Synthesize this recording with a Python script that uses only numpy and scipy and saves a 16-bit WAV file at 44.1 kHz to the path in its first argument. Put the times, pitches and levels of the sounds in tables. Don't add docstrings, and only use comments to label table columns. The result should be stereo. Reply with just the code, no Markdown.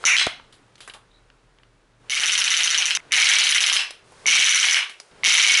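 import sys
import numpy as np
from scipy import signal
from scipy.fft import rfft, irfft
from scipy.io import wavfile
from scipy.ndimage import uniform_filter1d, minimum_filter1d

SR = 44100
rng = np.random.default_rng(int(sys.argv[2]) if len(sys.argv) > 2 else 0)


def amplitude_ratio(level_db):
    exponent = np.asarray(level_db, float) / 20
    return 10 ** exponent


def to_wav(s):
    ch = np.atleast_2d(s).T
    pcm = np.round(np.clip(ch, -1, 1) * 32767)
    wavfile.write(sys.argv[1], SR, pcm.astype(np.int16))


N = 246959


def in_time(rows):
    s, *columns = np.transpose(rows)
    return [np.interp(np.arange(N) / SR, s, c) for c in columns]


def coloured(x, spectrum):
    hz = np.maximum(np.arange(x.shape[-1] // 2 + 1) * SR / x.shape[-1], 1)
    point_hz, point_db = np.transpose(spectrum)
    gain = amplitude_ratio(np.interp(np.log(hz), np.log(point_hz), point_db))
    return irfft(rfft(x) * gain, x.shape[-1])


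def high_pass(x, hz, order=2):
    return signal.sosfilt(signal.butter(order, hz, "high", fs=SR, output="sos"), x)


def low_pass(x, hz):
    return signal.sosfilt(signal.butter(2, hz, fs=SR, output="sos"), x)


def clicks(s, size):
    out = np.full(N, 1e-18)
    np.add.at(out, np.minimum((s * SR).astype(int), N - 1), size)
    return out


def ring(x, hz, t60):
    r, w = amplitude_ratio(-60 / (t60 * SR)), 2 * np.pi * hz / SR
    return signal.lfilter([0, np.sin(w)], [1, -2 * r * np.cos(w), r * r], x)


def struck(s, db, modes, spread_db):
    luck = rng.normal(0, 1, (len(s), len(modes)))
    out = 0
    for k, (hz, mode_db, t60) in enumerate(modes):
        blows = clicks(s, amplitude_ratio(db + mode_db + spread_db * luck[:, k]))
        out = out + (-1) ** k * ring(blows, hz, t60)
    return out


# (begins [s], firing starts [s], firing ends [s])
TAKES = [
    (0, .04, .16),
    (.16, .16, .27),
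    (2.0, 2.097, 2.98),
    (3.0, 3.12, 3.8),
    (4.04, 4.26, 4.8),
    (5.113, 5.235, 5.6),
]


def by_take(rows):
    begins = np.array(TAKES)[:, 0]
    take = np.searchsorted(begins, np.arange(N) / SR, "right") - 1
    return np.transpose(rows)[:, take]


def firing():
    t, (begins, starts, ends) = np.arange(N) / SR, by_take(TAKES)
    fired = np.clip(t, starts, ends) - starts
    wait = np.clip((t - begins) / (starts - begins + 1e-3), 0, 1)
    return fired, np.maximum(t - ends, 0), wait


# (pitch [Hz], level [dB per Hz])
RUMBLE = [(12, -40), (20, -4.5), (43, -13), (87, -12.5), (124, -8), (241, -16), (274, -11.5), (386, -18),
          (600, -37), (780, -71.5), (1320, -120)]
# (pitch [Hz], level [dB per Hz])
HISS = [(240, -29), (400, -2), (742, -7.5), (904, -7), (1560, -8), (1680, -10.5), (9990, -22.5),
        (11000, -36), (11500, -43.5), (15000, -68), (22000, -120)]
# (rumble [dB], hiss [dB], swell before firing [dB], rumble change while firing [dB],
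# hiss change while firing [dB])
TONE_LEVELS = [(-60.5, -50, 6.3, 1.5, -10.5), (-66, -63.5, -2, 46, 10.5), (-63, -61.5, 6.5, 1.5, -1.8),
               (-61, -53.5, 1.1, -10, -5.5), (-60, -56.5, 7.5, -32, -10.5), (-56.5, -54.5, 5, -52, -10.5)]
HISS_TREBLE = [1.8, -3, -2.5, -5, 1.5, -3]
DUCK_S, RUMBLE_DUCK_S, RUMBLE_BACK_S, HISS_BACK_S = 0.075, 0.45, 0.37, 0.99
HUM_ON_S, HUM_OFF_S, HUM_DB, HUM_BEFORE_DB, HUM_HZ = 0.82, 2.1, -67.5, -77, 40
BUZZ_HZ, BUZZ_DB, BUZZ_LEFT_DB = 117, -68.5, 0.7


def room_tone():
    out, (fired, since, wait), t = 0, firing(), np.arange(N) / SR
    rumble_db, hiss_db, swell_db, rumble_duck_db, hiss_duck_db = by_take(TONE_LEVELS)
    rumble_duck = (1 - np.exp(-fired / RUMBLE_DUCK_S)) * np.exp(-since / RUMBLE_BACK_S)
    hiss_duck = (1 - np.exp(-fired / DUCK_S)) * np.exp(-since / HISS_BACK_S)
    rumble_db = rumble_db + rumble_duck_db * rumble_duck
    hiss_db = hiss_db + swell_db * wait + hiss_duck_db * hiss_duck
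    treble_gain = amplitude_ratio(by_take(np.c_[HISS_TREBLE])) - 1
    for spectrum, db, wide in ((RUMBLE, rumble_db, .36), (HISS, hiss_db, .4)):
        noise = coloured(rng.standard_normal((2, N)), spectrum)
        mid, side = noise + treble_gain * high_pass(noise, 3000)
        out = out + amplitude_ratio(db) * (mid + wide * side * [[1.], [-1.]]) / mid.std()
    drone = ring(rng.standard_normal(N), HUM_HZ, 3.0)
    buzz = ring(rng.standard_normal(N), BUZZ_HZ, .9) * amplitude_ratio([[BUZZ_LEFT_DB], [-BUZZ_LEFT_DB]])
    hum = np.where(t < HUM_ON_S, amplitude_ratio(HUM_BEFORE_DB), amplitude_ratio(HUM_DB)) * (t < HUM_OFF_S)
    out = out + uniform_filter1d(hum, size=2000) * drone / drone.std()
    return out + amplitude_ratio(BUZZ_DB) * (t < HUM_OFF_S) * buzz / buzz.std()


# (time [s], peak level [dB], pitch [Hz])
KNOCKS = [(0.04, -10, 1350), (0.214, -2, 2170), (2.118, 5, 3000), (3.719, -3.5, 3160), (3.762, -2.5, 2620),
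          (3.792, -3, 2700), (3.819, -24, 2300), (3.836, -36, 2950), (3.853, -52, 2680), (4.258, -10, 2180),
          (4.766, -10, 3020), (4.808, -10, 2900), (4.829, -13, 2670), (5.235, -8.5, 2070)]


def knocks():
    crack = [(1160, -14.5, 0.012), (4070, -2.0, 0.0017), (6270, -27.0, 0.0065), (9150, -29.5, 0.0058)]
    s, db, _ = np.transpose(KNOCKS)
    pitched = sum(ring(clicks(np.array([t]), amplitude_ratio(d - 3)), f, 0.021) for t, d, f in KNOCKS)
    return low_pass(struck(s, db, crack, spread_db=-3.5) + pitched, 3500)


# (tick time [s], rebound after [ms], tock after [ms])
OPENING = [
    (0.0525, 6.5, 114),
]
BURST_A = [(2.0972, 6.8, 21.1), (2.1446, 6.7, 29.1), (2.1977, 6.8, 36.7), (2.2581, 6.7, 36.7),
           (2.3191, 4.1, 33.5), (2.3773, 4.2, 37.5), (2.4407, 4.4, 37.1), (2.5039, 4.4, 36.1),
           (2.5668, 5.9, 37.8), (2.6332, 6.0, 40.5), (2.7036, 5.9, 41.5), (2.7766, 6.1, 45.6),
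           (2.8555, 6.2, 51.4), (2.9502, 4.2, 52)]
BURST_B = [(3.1204, 6.2, 15.9), (3.1562, 7.9, 26.2), (3.2002, 7.8, 24.7), (3.243, 2.9, 25.8),
           (3.288, 3.1, 27.3), (3.3356, 3.2, 28.3), (3.385, 3.4, 31.0), (3.4381, 3.9, 30.0),
           (3.4905, 4.4, 32.5), (3.5469, 4.3, 33.4), (3.605, 4.7, 33.2), (3.6634, 4.9, 34.4),
           (3.7269, 5.2, 38.5)]
BURST_C = [(4.265, 7.3, 16), (4.3017, 7.5, 23.7), (4.3445, 7.5, 28.6), (4.3926, 7.4, 30),
           (4.4431, 7.8, 27.9), (4.4922, 3.3, 31.9), (4.5457, 3.8, 30.7), (4.599, 3.9, 30.1),
           (4.6526, 4.2, 32.5), (4.7096, 4.1, 34.5)]
BURST_D = [(5.2422, 6.2, 16.5), (5.2793, 6.4, 23.7), (5.3224, 6.5, 27.4), (5.369, 6.5, 27.3),
           (5.4163, 9.4, 28.4), (5.4654, 9.4, 30.1), (5.5176, 3.6, 31.5), (5.5721, 3.6, 32)]


def swings():
    return np.transpose(OPENING + BURST_A + BURST_B + BURST_C + BURST_D)


# (room [dB], direct pin [dB], stock boom [dB], bounce [dB], whip [dB])
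VIEWS = [(14.5, 12, 1, -8.5, -0.5), (11, 15, -6, -20, -4), (9.5, 3.5, -2, -3.5, 4), (10, 5.5, 5.5, -7, 1.5),
         (7, 7, 7.5, -4.5, 3.5), (9, 4.5, 6, -4.5, -10.5)]
DRIFTS = [(-61, -100, 98.5, -1.5, -24), (.3, .3, -2.7, -2.3, .3), (-3.5, 6.5, -13, -10.5, -2.5),
          (-7.5, -1, -12.5, 5, -29), (-6.5, -6, -8, -10, -28), (-17, -4, 4, 23, -2.5)]


def view():
    return by_take(VIEWS) + by_take(DRIFTS) * firing()[0]


# (pitch [Hz], level [dB], time to fall 60 dB [s])
TICK_STOCK = [(1186, -14.5, 0.0041), (2057, -1, 0.0074), (2900, 0, 0.006), (3700, -4, 0.012),
              (4440, -1, 0.00258), (5100, -12, 0.015), (8230, -10.5, 0.0034), (8860, -10, 0.0028),
              (12010, -4, 0.0062)]
# (pitch [Hz], level [dB], time to fall 60 dB [s])
TOCK_STOCK = [(1496, -11.5, 0.0056), (2300, 1.5, 0.006), (3028, 3.5, 0.0053), (3353, -2, .012),
              (4030, -4, 0.0089), (5200, -5.5, 0.0059), (8040, -17, 0.0075), (9140, -18.5, 0.0044)]
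# (pitch [Hz], level [dB], time to fall 60 dB [s])
PIN = [(5545, -1.5, 0.0079), (6048, -1.5, 0.011), (6424, -9.5, 0.022), (6906, -4.5, 0.005)]
# (delay [ms], level [dB])
CHATTER = [(.7, -4), (1.35, -5), (2.3, -9), (3.6, -13)]
# (tock against tick [dB], rebound lift [dB], bare crack [dB])
DIRECT = [(-.3, -3, -12), (-2.5, -3, -13.5), (-3, 8.5, -11), (2.5, 3, -8.5), (-1, -1.5, -15), (0, 0.5, -14)]
# (level [dB], change at the start [dB], puff [dB], puff drift [dB per s], stutter [dB])
LEVELS = [(-4, 2.2, -2, 2.7, -6.5), (-0.5, -0.44, -7, .3, -6), (-2.5, -5.5, -8, -1.5, -6),
          (-1.1, -0.1, -7, -28, -10.5), (-1.25, -1.3, -1.5, -20, -4.5), (-0.23, -1.95, -3, -22, -10)]
OVERSHOOT_DB, BLOW_DB, LATE_TOUCH_MS = 15, -11.5, 6.8
REBOUND_DB, REBOUND_START_DB, REBOUND_GROWS_S = -4, 3.5, 0.23
LATE_TOUCH_DB, LATE_TOUCH_DB_PER_S = -7, -11


def escapement(s, rebound_ms, stock, pin_db, stock_db, direct_pin_db, bounce_db, direct_db):
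    fired, count = firing()[0][(s * SR).astype(int)], len(s)
    rebound_db = REBOUND_DB + REBOUND_START_DB * np.exp(-fired / REBOUND_GROWS_S)
    late_db = LATE_TOUCH_DB + LATE_TOUCH_DB_PER_S * fired
    weaker_db = np.r_[0 * s, rebound_db, late_db]
    s = np.r_[s, s + rebound_ms / 1000, s + LATE_TOUCH_MS / 1000]
    at, (_, lift_db, crack_db) = (s * SR).astype(int), by_take(DIRECT)
    blow_db = OVERSHOOT_DB + weaker_db + bounce_db[at] * (weaker_db != 0)
    is_rebound = np.arange(len(s)) // count == 1
    near_db = blow_db + (lift_db[at] * is_rebound + direct_db[at])
    pin = struck(s, blow_db + pin_db[at], PIN, spread_db=1.5)
    direct = struck(s, near_db + BLOW_DB, stock, spread_db=1.5)
    direct = direct + struck(s, near_db + pin_db[at], PIN, spread_db=1.5) * amplitude_ratio(direct_pin_db)
    crack = clicks(s, amplitude_ratio(near_db + crack_db[at] + .25 * (pin_db[at] + 19.5)))
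    direct = direct + np.diff(crack, prepend=0)
    stutter = sum(amplitude_ratio(db) * np.roll(direct, int(ms * SR / 1000)) for ms, db in CHATTER)
    direct = direct + amplitude_ratio(by_take(LEVELS)[-1]) * stutter
    feed = struck(s, blow_db + stock_db[at], stock, spread_db=2.5) + amplitude_ratio(0.5) * pin
    return direct, feed


# (tick pin [dB], tick stock [dB], tock pin [dB], tock stock [dB])
RINGS = [(-15, -16.5, -28, -16), (-15, -19.5, -27.5, -15.5), (-19.5, -16.5, -39, -19), (-20, -16, -35, -14),
         (-15, -12.5, -21, -9.5), (-17, -14, -31.5, -13)]
LONE_TOCK_S = .1839
TOCK_REBOUND, LONGEST_REBOUND_MS = .108, 6.2


def ticks_and_tocks():
    tick_pin_db, tick_stock_db, tock_pin_db, tock_stock_db = by_take(RINGS)
    _, pin_db, _, bounce_db, _ = view()
    shots, rebound_ms, swing_ms = swings()
    tick, tick_feed = escapement(shots, rebound_ms, TICK_STOCK, tick_pin_db, tick_stock_db,
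                                 pin_db, bounce_db, np.zeros(N))
    returns, return_ms = np.r_[shots + swing_ms / 1000, LONE_TOCK_S], np.r_[swing_ms, swing_ms[0]]
    heard = np.r_[splices(), np.zeros(SR)][(returns * SR).astype(int)] > .5
    back_ms = np.minimum(TOCK_REBOUND * return_ms[heard], LONGEST_REBOUND_MS)
    tock, tock_feed = escapement(returns[heard], back_ms, TOCK_STOCK, tock_pin_db, tock_stock_db,
                                 pin_db - 11.0, bounce_db, by_take(DIRECT)[0])
    return tick + tock, tick_feed + amplitude_ratio(-5.0) * tock_feed


PUFF_HZ, PUFF_DB = 291.4, -27.5


def puffs(shots):
    _, _, puff_db, puff_db_per_s, _ = by_take(LEVELS)
    released = clicks(shots, amplitude_ratio(PUFF_DB + rng.normal(0, 1, len(shots))))
    push = signal.lfilter([.5], [1, -.955], released)
    air = 0.37 + 0.55 * rng.standard_normal(N) + 0.18 * rng.standard_normal((2, N))
    puff = ring(push * air, 2.24 * PUFF_HZ, 0.0038) * amplitude_ratio(puff_db + puff_db_per_s * firing()[0])
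    return high_pass(puff, 170, order=1)


# (pitch [Hz], level [dB], time to fall 60 dB [s])
WHIP = [(2110, -4, 0.011), (2194, -5, 0.024), (2314, -3.5, 0.019), (2680, -7, 0.03)]
WHIP_AFTER_S = .013


def whips(shots):
    return struck(shots + WHIP_AFTER_S, -6 + 0 * shots, WHIP, spread_db=6.0) * amplitude_ratio(view()[4])


# (pitch [Hz], level [dB])
ROOM_COLOUR = [(200, -29), (700, 4.5), (1500, 11), (2200, 4.5), (3200, 7), (6000, 8.5), (9000, 13),
               (11000, 11.5)]
ROOM_DB, ROOM_T60_S, TREBLE_T60_S, FIRST_WALL_S, SIDE_DB = -1, .32, 0.24, 0.0077, -9.5


def echoes():
    t = np.arange(int(.5 * SR)) / SR
    density = np.clip(0.033 + 8.0 * t, 0, 1)
    hits = rng.standard_normal((2, len(t))) * (rng.random((2, len(t))) < density) / np.sqrt(density)
    hits = hits * np.clip((t - .002) / FIRST_WALL_S, 0, 1) ** 2
    low = low_pass(hits, 4500)
    dying = low * amplitude_ratio(-60 * t / ROOM_T60_S) + (hits - low) * amplitude_ratio(-60 * t / TREBLE_T60_S)
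    return coloured(dying, ROOM_COLOUR)


def room(x, count=6):
    turn = np.arange(N) // 1000 % count
    mid, side = sum(signal.fftconvolve(echoes(), (x * (turn == k))[None], axes=1)[:, :N]
                    for k in range(count))
    return amplitude_ratio(ROOM_DB - 39) * (mid + amplitude_ratio(SIDE_DB) * side * [[1], [-1]])


# (time [s], peak level [dB], pitch [Hz], time to fall 60 dB [s], snap [dB])
RUSTLES = [
    (0.266, -6, 3530, 0.019, -5.5),
    (0.525, -34, 3700, 0.18, -22.5),
    (0.78, -39.5, 3270, 0.17, -6),
    (0.805, -28.5, 3530, 0.32, 0),
    (0.876, -21.5, 1600, 0.083, -25),
    (0.937, -25.5, 3560, 0.12, -25),
    (3.907, -16, 4600, 0.032, -8.5),
    (4.12, -35.5, 860, 0.057, -11),
    (4.896, -25, 3260, 0.14, -4),
    (5.0, -19.5, 5200, 0.04, -4.5),
]
# (time [s], peak level [dB], pitch [Hz], time to fall 60 dB [s])
TAPS = [(0.398, -27, 1090, 0.029), (0.755, -30, 4340, 0.033), (0.897, -21, 2900, 0.059),
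        (0.946, -30, 1040, 0.19), (1.039, -47, 1147, 0.047), (1.301, -30.5, 2510, .015),
        (1.586, -37.5, 2840, 0.018), (1.598, -43.5, 1480, .053), (1.633, -29.5, 2430, .015),
        (2.043, -38, 1110, .052), (2.083, -40.5, 2940, 0.092), (5.112, -41, 3490, 0.064)]
TAP_TREBLE_DB, TAP_SNAP_DB, RUSTLE_TREBLE_DB = -31, -14, 6.5


def taps_and_rustles():
    out, t = np.zeros(N), np.arange(int(.2 * SR)) / SR
    kinds = [(*row, TAP_SNAP_DB, TAP_TREBLE_DB) for row in TAPS]
    kinds += [(*row, RUSTLE_TREBLE_DB) for row in RUSTLES]
    for s, db, hz, t60, snap_db, treble_db in kinds:
        fade = amplitude_ratio(db - 11.5 - 60 * t / max(t60, .003))
        snap = amplitude_ratio(db + snap_db - 60 * t / 0.0058)
        rustle = rng.standard_normal(len(t)) * (fade + snap) * np.minimum(t / 0.00032, 1)
        body = ring(rustle, hz, 5.2 / hz) - 0.31 * ring(rustle, 1.7 * hz, 1.33 / hz)
        body = body * np.sqrt(hz / 3000) * 0.43
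        top = high_pass(rustle, 4000) * amplitude_ratio(treble_db - 12.0)
        start = int(s * SR)
        out[start:start + len(t)] += high_pass(body, 300) + top
    return out


# (level [dB], pitch [Hz], time to fall 60 dB [s])
THUMP = (-9, 590, 0.0069)
THUMP_S = .2685


def band_slap():
    db, hz, t60 = THUMP
    slap = clicks(THUMP_S + np.array([0, .0014, .0042]), amplitude_ratio(db + np.array([-3., 0., -6.])))
    slap = high_pass(slap, 70)
    low = ring(slap, hz, t60) - ring(slap, 0.2 * hz, 0.28 * t60) * 0.45
    return low + ring(slap, 2.0 * hz, .5 * t60) * 0.84 - ring(slap, 2.75 * hz, 0.44 * t60) * .45


# (time [s], level [dB], pitch [Hz])
SQUEAK = [
    (1.08, -87, 3700),
    (1.1, -74, 3740),
    (1.18, -59, 3940),
    (1.2, -90.5, 3880),
]


def squeak():
    db, hz = in_time(SQUEAK)
    wobble_hz = uniform_filter1d(rng.standard_normal(N), size=90) * 1300
    flutter_db = uniform_filter1d(rng.standard_normal(N), size=300) * 90
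    return amplitude_ratio(db + flutter_db) * np.sin(np.cumsum(hz + wobble_hz) * 2 * np.pi / SR)


CEILING_DB, LOOK_AHEAD_S = -4.5, .003
RELEASE_S, SLOW_RELEASE_S, SLOW_SHARE = .014, 0.11, 0.61


def limiter(x):
    over_db = np.maximum(20 * np.log10(np.abs(x).max(0) + 1e-9) - CEILING_DB, 0)
    fast, slow = (20 / s * np.arange(N) / SR for s in (RELEASE_S, SLOW_RELEASE_S))
    fast_db = np.maximum.accumulate(over_db + fast) - fast
    slow_db = np.maximum.accumulate(SLOW_SHARE * over_db + slow) - slow
    ahead = int(LOOK_AHEAD_S * SR)
    held = -minimum_filter1d(-np.maximum(fast_db, slow_db), ahead + 1, origin=-(ahead // 2))
    return x * amplitude_ratio(-uniform_filter1d(held, size=15) * .94)


# (from [s], to [s], level [dB])
CUTS = [
    (2.974, 3.005, -26),
    (3.005, 3.108, -60),
    (4.04, 4.25, -25),
    (5.11, 5.228, -30),
]


def splices():
    t = np.arange(N) / SR
    cut_db = sum(db * ((t > start) & (t <= end)) for start, end, db in CUTS) + 0.
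    return amplitude_ratio(uniform_filter1d(cut_db, size=90))


BOOM_HZ, LOW_CUT_HZ, DIP_S = 2170, 415, 0.13


def scene():
    shots = swings()[0]
    room_db, _, boom_db, _, _ = view()
    level_db, dip_db, _, _, _ = by_take(LEVELS)
    blows, feed = ticks_and_tocks()
    feed = feed + whips(shots)
    loose = knocks()
    hands = taps_and_rustles() + band_slap() + squeak()
    gun = blows + loose + room(amplitude_ratio(room_db) * feed + amplitude_ratio(3.0) * loose + amplitude_ratio(-5.5) * hands)
    band = signal.butter(1, [0.99 * BOOM_HZ, 1.08 * BOOM_HZ], "band", fs=SR, output="sos")
    gun = limiter(gun + (amplitude_ratio(boom_db) - 1) * signal.sosfilt(band, gun))
    gun = high_pass(gun, LOW_CUT_HZ, order=3)
    level = amplitude_ratio(level_db + dip_db * np.exp(-firing()[0] / DIP_S))
    return (gun + puffs(shots)) * splices() * level + hands + room_tone()


def top_cut(x):
    return signal.sosfilt(signal.butter(12, 12360, fs=SR, output="sos"), x)


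EDGE_HZ, EDGE_LIFT_DB, CUTOFF_HZ = 10740, 8, 11736


def record(dry):
    w, r = 2 * np.pi * EDGE_HZ / SR, np.exp(-np.pi * 300 / SR)
    lift = signal.lfilter(np.array([1, 0, -1]) * (1 - r * r) / 2, [1, -2 * r * np.cos(w), r * r], dry)
    mix = dry + (amplitude_ratio(EDGE_LIFT_DB) - 1) * lift
    mix = signal.sosfilt(signal.cheby2(14, 60, CUTOFF_HZ, fs=SR, output="sos"), mix)
    return top_cut(mix)


dry = scene()
out = record(dry)
to_wav(out)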